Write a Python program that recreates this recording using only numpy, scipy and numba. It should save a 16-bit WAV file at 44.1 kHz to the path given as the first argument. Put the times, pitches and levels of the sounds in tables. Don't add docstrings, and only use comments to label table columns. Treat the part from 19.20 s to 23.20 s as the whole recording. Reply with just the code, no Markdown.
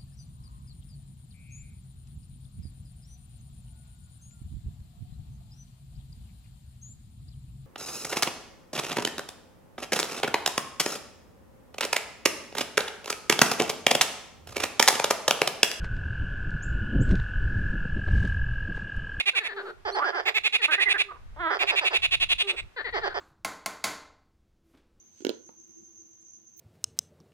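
import sys
import numpy as np
from scipy import signal
from scipy.fft import rfft, irfft, next_fast_len
from scipy.io import wavfile
from scipy.ndimage import uniform_filter1d
from numba import njit

SR = 44100
rng = np.random.default_rng(int(sys.argv[2]) if len(sys.argv) > 2 else 0)


def transcribe(u):
    v = np.clip(np.atleast_2d(u).T, -1, 1)
    q = np.round(v * 32767).astype(np.int16)
    wavfile.write(sys.argv[1], SR, q)


N = 176400
TIME_S = np.arange(N) / SR
PADDED = next_fast_len(N + SR)


def from_db(db):
    return 10 ** (np.asarray(db) / 20)


def rms_one(x):
    return x / np.sqrt(np.mean(x ** 2) + 1e-20)


def at_hz(points, hz):
    row_hz, value = np.transpose(points)
    return np.interp(np.log(np.maximum(hz, 1)), np.log(row_hz), value)


def coloured(x, colour, size):
    gain = from_db(at_hz(colour, np.arange(size // 2 + 1) * SR / size))
    cepstrum = irfft(np.log(gain), size)
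    cepstrum[1:size // 2] *= 2
    cepstrum[size // 2 + 1:] = 0
    return irfft(rfft(x, size) * np.exp(rfft(cepstrum)), size)


@njit
def ringing(x, hz, width_hz):
    angle = 2 * np.pi * hz / SR
    r = np.exp(-np.pi * width_hz / SR)
    y = np.zeros(len(x))
    for i in range(2, len(x)):
        push = (1 - r * r) / 2 * (x[i] - x[i - 2])
        y[i] = push + 2 * r * np.cos(angle[i]) * y[i - 1] - r * r * y[i - 2]
    return y


def throat(rate_hz, ragged, jitter, count=96, waver=.009, uneven_db=3.75, breath=.07):
    size = len(rate_hz)
    cycles = np.cumsum(rate_hz) / SR
    slip, force, wander = rng.standard_normal((3, count))
    ragged = np.interp(np.arange(count), cycles, ragged)
    due = np.arange(count) + .5 + waver * np.cumsum(wander) + jitter * ragged * slip
    strengths = from_db(uneven_db * ragged * np.minimum(force, 1))
    pulses = np.zeros(size)
    for cycle, strength in zip(due, strengths):
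        if cycle < cycles[-1]:
            at = np.interp(cycle, cycles, np.arange(size))
            near = np.arange(max(int(at) - 10, 0), min(int(at) + 10, size))
            pulses[near] += strength * np.sinc(near - at)
    puffs = rng.standard_normal(size) * np.exp(-2 * (cycles % 1))
    return pulses + breath * puffs * 2 * np.sqrt(rate_hz / SR)


def vocal_sac(pulses, sac_hz, voice):
    ring = ringing(pulses, sac_hz, voice['width_hz'])
    loudness = uniform_filter1d(np.abs(signal.hilbert(ring)), size=16)
    steadied = ring / (loudness / loudness.mean() + .1) ** voice['even']
    return pulses + from_db(voice['sac_db']) * steadied


DETOURS_S = [0.00065, 0.00079, .00137]
def scattered(x, smear):
    for delay_s in DETOURS_S:
        gap = np.zeros(int(delay_s * SR))
        x = signal.lfilter(np.r_[-smear, gap, 1], np.r_[1, gap, -smear], x)
    return x


def croak(length_s, rate_hz, sac_hz, glide_hz, voice, colour, ring, size=8192):
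    t = np.arange(int((length_s + voice['release_s']) * SR)) / SR
    along = np.minimum(t / length_s, 1)
    sag_chance, ring_chance = rng.uniform(-.987, 1, 2)
    before = np.maximum(1 - along / voice['crest'], 0)
    after = np.maximum(along - voice['crest'], 0) / (1 - voice['crest'])
    sag = voice['sag'] * (1 + .119 * sag_chance)
    speed = 1 - voice['lift'] * before ** 2 - sag * after ** voice['sag_curve']
    pulses = throat(rate_hz * speed, after ** 2, voice['jitter'])
    sound = vocal_sac(pulses, sac_hz + glide_hz * along, voice)
    if ring:
        bend = ring['spread'] * ring_chance - ring['bow'] * (2 * along - 1) ** 2 / 2
        sound += from_db(ring['db']) * ringing(pulses, ring['hz'] * (1 + bend), ring['width_hz'])
    growth = np.minimum(along / voice['full_at'], 1) ** voice['swell_curve']
    swell = voice['start_gain'] + (1 - voice['start_gain']) * growth
    stop = np.clip(1 - (t - length_s) / voice['release_s'], 0, 1)
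    sound = scattered(coloured(sound * swell * stop, colour, size), voice['smear'])
    return rms_one(sound) * np.sqrt(length_s * SR / size)


# left_delay_s, right_delay_s, level_db (added to each caller's echo_db)
BANK_ECHOES = [(.0085, 0.0069, 2), (0.0204, 0.03, -3.5)]
def pond_echoes(fade_s=.35, tail_db=-1.5):
    t = np.arange(SR) / SR
    tail = rng.standard_normal((2, SR)) * from_db(-60 * t / fade_s) * (t > .006)
    response = from_db(tail_db) * rms_one(tail) / np.sqrt(SR)
    for left_s, right_s, db in BANK_ECHOES:
        response[[0, 1], [int(left_s * SR), int(right_s * SR)]] += from_db(db)
    return rfft(response, PADDED)


def placed(dry, place, echo_db, echoes):
    hz = np.maximum(np.arange(PADDED // 2 + 1) * SR / PADDED, 1)
    ears, place = np.array([[1], [-1]]), np.array(place)
    gain = from_db(ears * at_hz(place[:, :2], hz) / 2)
    gain /= np.sqrt(np.mean(gain ** 2, axis=0))
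    lead_s = at_hz(place[:, ::2], hz) / 1000
    direct = np.exp(1j * np.pi * hz * lead_s * ears)
    return irfft(rfft(dry, PADDED) * gain * (direct + from_db(echo_db) * echoes), PADDED)[:, :N]


def frog(notes, voice, colour, place, echoes, ring=None):
    dry = np.zeros(PADDED)
    for start_s, length_s, db, rate_hz, sac_hz, glide_hz in notes:
        sound = from_db(db) * croak(length_s, rate_hz, sac_hz, glide_hz, voice, colour, ring)
        first = int((start_s - sum(DETOURS_S)) * SR)
        dry[first + np.arange(len(sound))] += sound
    return placed(dry, place, voice['echo_db'], echoes)


# start_s, level_db
TRILL_NOTES = [(-.03, -23.5), (.058, -21), (.15, -22.5), (0.234, -30.5), (1.055, -23), (1.143, -22),
               (1.236, -21), (1.325, -20.5), (1.417, -20), (1.509, -21), (1.598, -21.5), (1.687, -21),
               (1.78, -21.5), (2.391, -23.5), (2.469, -22), (2.555, -21.5), (2.643, -21.5), (2.731, -21),
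               (2.82, -21.5), (2.91, -21), (3, -21.5), (3.09, -20.5), (3.183, -22.5), (3.272, -24.5),
               (3.363, -32)]
# time_s, pulse_rate_hz, sac_hz, overtone_hz
TRILL_PITCHES = [(.13, 408.4, 2530, 9500), (.236, 337, 2180, 9740), (1.056, 449.2, 2160, 12500),
                 (1.24, 434.7, 2600, 10770), (1.7, 416.7, 2540, 8950), (2.39, 404.8, 2460, 11240),
                 (3.17, 368.5, 3024, 9150), (3.365, 272.5, 2450, 8270)]
# frequency_hz, level_db
TRILL_TONE = [(200, -60), (370, 4), (750, 2.5), (1500, -5), (2700, 5), (3130, -6), (3410, 6), (4000, 2.5),
              (4900, -9), (6300, -11), (7250, -3.5), (8100, -11.5), (14500, -23)]
# frequency_hz, left_louder_db, left_earlier_ms
TRILL_PLACE = [(1250, -2.5, 0.06), (2484, -9, 0.15), (3150, 5, .12), (6670, -14.5, 0.096), (9100, 3, 0.075)]
def bright_frog(echoes, length_s=.043, glide_hz=-120, overtone_width_hz=770, overtone_db=15):
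    voice = dict(start_gain=.21, full_at=.64, swell_curve=1.23, release_s=.003,
                 lift=.1446, crest=.38, sag=.45, sag_curve=2.2, jitter=.032,
                 width_hz=820, sac_db=42.5, even=.35, smear=.56, echo_db=-18.5)
    times, rate_hz, sac_hz, overtone_hz = np.transpose(TRILL_PITCHES)
    notes = [(s, length_s, db, np.interp(s, times, rate_hz), np.interp(s, times, sac_hz), glide_hz)
             for s, db in TRILL_NOTES]
    ears = frog(notes, voice, TRILL_TONE, TRILL_PLACE, echoes)
    hz = np.interp(TIME_S, times, overtone_hz)
    overtone = [ringing(ringing(ear, hz, overtone_width_hz), hz, overtone_width_hz) for ear in ears]
    return ears + from_db(overtone_db) * np.array(overtone)


def noise(colour):
    return rms_one(coloured(rng.standard_normal((2, PADDED)), colour, PADDED)[:, :N])


# frequency_hz, level_db
AIR_TONE = [(1400, -0.5), (6000, -16.5), (15000, -28.5)]
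def still_air(level_db=-61):
    return from_db(level_db) * noise(AIR_TONE)


# time_s, level_db
BREEZE_LEVELS = [(.4, -69), (.58, -52), (.8, -63.5), (1.85, -65.5), (2.05, -47), (2.35, -55.5),
                 (2.85, -48.5), (4, -51)]
# frequency_hz, level_db
BREEZE_TONE = [(55, -0.5), (100, -7), (200, -24), (1000, -72)]
def breeze(gust_count=43, gust_db=8.5):
    rumble = from_db(np.interp(TIME_S, *np.transpose(BREEZE_LEVELS))) * noise(BREEZE_TONE)
    bumps = rng.standard_normal(gust_count)
    gusts = np.interp(np.linspace(0, gust_count, N), np.arange(gust_count), bumps)
    return rumble * from_db(gust_db * gusts)


NASAL_VOICE = dict(start_gain=.32, full_at=.26, swell_curve=.82, release_s=.0083,
                   lift=.031, crest=.087, sag=.5, sag_curve=1.35, jitter=.061,
                   width_hz=143, sac_db=32.5, even=.21, smear=.36, echo_db=-13)
# start_s, length_s, level_db, pulse_rate_hz, sac_hz
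NASAL_CROAKS = [(.132, 0.056, -41, 525, 1620), (.2, 0.061, -39, 456, 1820),
                (.28, 0.054, -37.5, 461.5, 1770), (.362, 0.056, -36, 450.7, 1574),
                (.45, 0.062, -41, 463, 1466), (1.39, 0.06, -39, 496.7, 1870),
                (3.563, 0.052, -33, 516, 1750), (3.643, 0.053, -33, 513, 1950),
                (3.726, 0.054, -34, 486, 2000), (3.813, 0.073, -35, 468, 1690),
                (3.893, 0.038, -40, 436, 1570)]
# frequency_hz, level_db
NASAL_TONE = [(220, -5), (420, 14.5), (2600, -7), (4400, 3.5), (5400, -29), (14000, -90)]
# frequency_hz, left_louder_db, left_earlier_ms
NASAL_PLACE = [(900, -6.5, -.14), (2000, 9, -0.12), (3000, 4, -0.18)]
def nasal_frog(echoes, glide_hz=-19):
    notes = [(*row, glide_hz) for row in NASAL_CROAKS]
    return frog(notes, NASAL_VOICE, NASAL_TONE, NASAL_PLACE, echoes)


# start_s, length_s, level_db
FAR_CROAKS = [(.32, 0.18, -45), (.41, 0.098, -43.5), (.705, 0.089, -41), (1.84, 0.12, -55),
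              (3.225, 0.13, -43)]
# frequency_hz, level_db
FAR_TONE = [(220, -19.5), (400, 5.5), (600, -5.5), (10000, -43.5)]
# frequency_hz, left_louder_db, left_earlier_ms
FAR_PLACE = [(1000, -1.4, 0.024)]
def far_frogs(echoes, rate_hz=405, sac_hz=1260, glide_hz=200):
    voice = dict(NASAL_VOICE, sag=.14, jitter=.254, sac_db=8.5, echo_db=-7)
    notes = [(*row, rate_hz, sac_hz, glide_hz) for row in FAR_CROAKS]
    return frog(notes, voice, FAR_TONE, FAR_PLACE, echoes)


# start_s, length_s, level_db, pulse_rate_hz
DEEP_CROAKS = [(.651, 0.049, -29, 436.3), (.748, 0.045, -28, 428.8), (.842, 0.062, -29, 397.3),
               (.945, 0.063, -30, 405.5), (1.055, .05, -32.5, 397.3), (2.303, 0.066, -31, 419.5),
               (2.402, 0.042, -29, 380.7), (2.506, 0.043, -30.5, 347.7), (2.61, 0.049, -31, 334.8),
               (2.707, 0.042, -31, 352), (3.739, 0.054, -29.5, 432.3), (3.833, 0.049, -28.5, 428),
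               (3.943, 0.041, -29, 365.3)]
# frequency_hz, level_db
DEEP_TONE = [(200, -52), (380, 10), (700, -5), (1800, 8), (2700, -11.5), (3350, -3), (3900, -22),
             (5600, -24.5), (14000, -57)]
# frequency_hz, left_louder_db, left_earlier_ms
DEEP_PLACE = [(400, -11, -0.34), (1610, -4, -0.21), (3330, 4.5, -0.13), (4820, -3, -0.045)]
def deep_frog(echoes, sac_hz=813, glide_hz=-89):
    voice = dict(NASAL_VOICE, full_at=.94, crest=.0608, sag=.6, sac_db=17, even=.056, smear=.31)
    ring = dict(hz=4850, width_hz=330, db=22, bow=.06, spread=.02)
    notes = [(*row, sac_hz, glide_hz) for row in DEEP_CROAKS]
    return frog(notes, voice, DEEP_TONE, DEEP_PLACE, echoes, ring)


# start_s, length_s, middle_pitch_hz, arch_hz, half_rise_hz, level_db
BIRD_CHIRPS = [(0.678, 0.055, 5630, 100, 642, -51.5), (0.717, .056, 4500, 620, -91, -36.5)]
def bird(echoes, flutter_depth=.023, flutter_per_s=230, overtone_db=-21.5, echo_db=-12):
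    dry = np.zeros(N)
    flutter = np.interp(TIME_S * flutter_per_s, np.arange(N), rng.standard_normal(N))
    for start_s, length_s, middle_hz, arch_hz, half_rise_hz, db in BIRD_CHIRPS:
        along = np.clip(2 * (TIME_S - start_s) / length_s - 1, -1, 1)
        pitch_hz = middle_hz - arch_hz * along ** 2 + half_rise_hz * along
        phase = 2 * np.pi * np.cumsum(pitch_hz * (1 + flutter_depth * flutter)) / SR
        whistle = np.sin(phase) + from_db(overtone_db) * np.sin(2 * phase)
        dry += from_db(db) * (1 - along ** 2) * whistle
    return placed(dry, FAR_PLACE, echo_db, echoes)


# start_s, length_s, level_db, pulse_rate_hz, sac_hz, sac_glide_hz
WHINE_CALLS = [(.768, 0.038, -26.5, 425.3, 706, 421), (.813, 0.035, -24, 293.4, 1186, 290),
               (.85, 0.049, -30, 334.7, 1630, 50), (.925, 0.078, -31.5, 345.8, 1470, 150),
               (1.48, 0.078, -27.5, 310.4, 1300, 562), (1.578, 0.043, -25, 402, 1820, 148),
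               (1.657, 0.04, -22.5, 417.2, 2053, -140), (1.738, 0.0326, -27, 406.3, 1742, -96),
               (1.885, 0.04, -39.5, 411, 1237, -90), (1.93, .04, -50.5, 393, 1170, -83)]
# frequency_hz, level_db
WHINE_TONE = [(190, -37.5), (340, 0), (2200, -6), (6000, -36.5)]
# frequency_hz, left_louder_db, left_earlier_ms
WHINE_PLACE = [(400, 3.5, 0.22), (2000, -9, .12), (3120, 13.5, 0.29), (4600, -8, 0.11)]
def whining_frog(echoes):
    voice = dict(NASAL_VOICE, crest=.27, sag_curve=2.2, sac_db=33, even=.99)
    return frog(WHINE_CALLS, voice, WHINE_TONE, WHINE_PLACE, echoes)


# time_s, pulse_rate_hz, level_db (how loud it is at that moment), sac_hz
GROAN_SHAPE = [(2.158, 273, -52.5, 800), (2.187, 317.6, -43.5, 1100), (2.206, 372, -31.5, 1440),
               (2.223, 343.5, -31, 1410), (2.273, 314.5, -24.5, 1260), (2.296, 336, -29, 1430),
               (2.313, 242.5, -23, 1520), (2.351, 195, -28, 1470)]
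# frequency_hz, level_db
GROAN_TONE = [(190, -38), (330, 5), (2100, -7), (2850, -20.5), (3300, -8), (4800, -24.5), (5500, -38),
              (14000, -39)]
def groan(echoes, clear_hz=310, ragged_hz=226):
    times, *columns = np.transpose(GROAN_SHAPE)
    t = np.arange(times[0], times[-1], 1 / SR)
    rate_hz, db, sac_hz = (np.interp(t, times, column) for column in columns)
    ragged = np.interp(rate_hz, [ragged_hz, clear_hz], [1, 0])
    pulses = throat(rate_hz, ragged, jitter=.11)
    sound = vocal_sac(pulses, sac_hz, dict(width_hz=510, sac_db=27, even=0))
    sound = scattered(coloured(sound, GROAN_TONE, size=16384), smear=.15)
    sound = rms_one(sound[:len(t)]) * from_db(db)
    silence = np.zeros(int(times[0] * SR))
    return placed(np.r_[silence, sound], WHINE_PLACE, echo_db=-14, echoes=echoes)


def scene():
    echoes = pond_echoes()
    frogs = (bright_frog(echoes) + deep_frog(echoes) + nasal_frog(echoes)
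             + whining_frog(echoes) + groan(echoes) + far_frogs(echoes))
    return frogs + breeze() + bird(echoes) + still_air()


def record(dry, cutoff_hz=15700):
    return signal.sosfilt(signal.cheby2(14, 70, cutoff_hz, fs=SR, output="sos"), dry)


dry = scene()
out = record(dry)
transcribe(out)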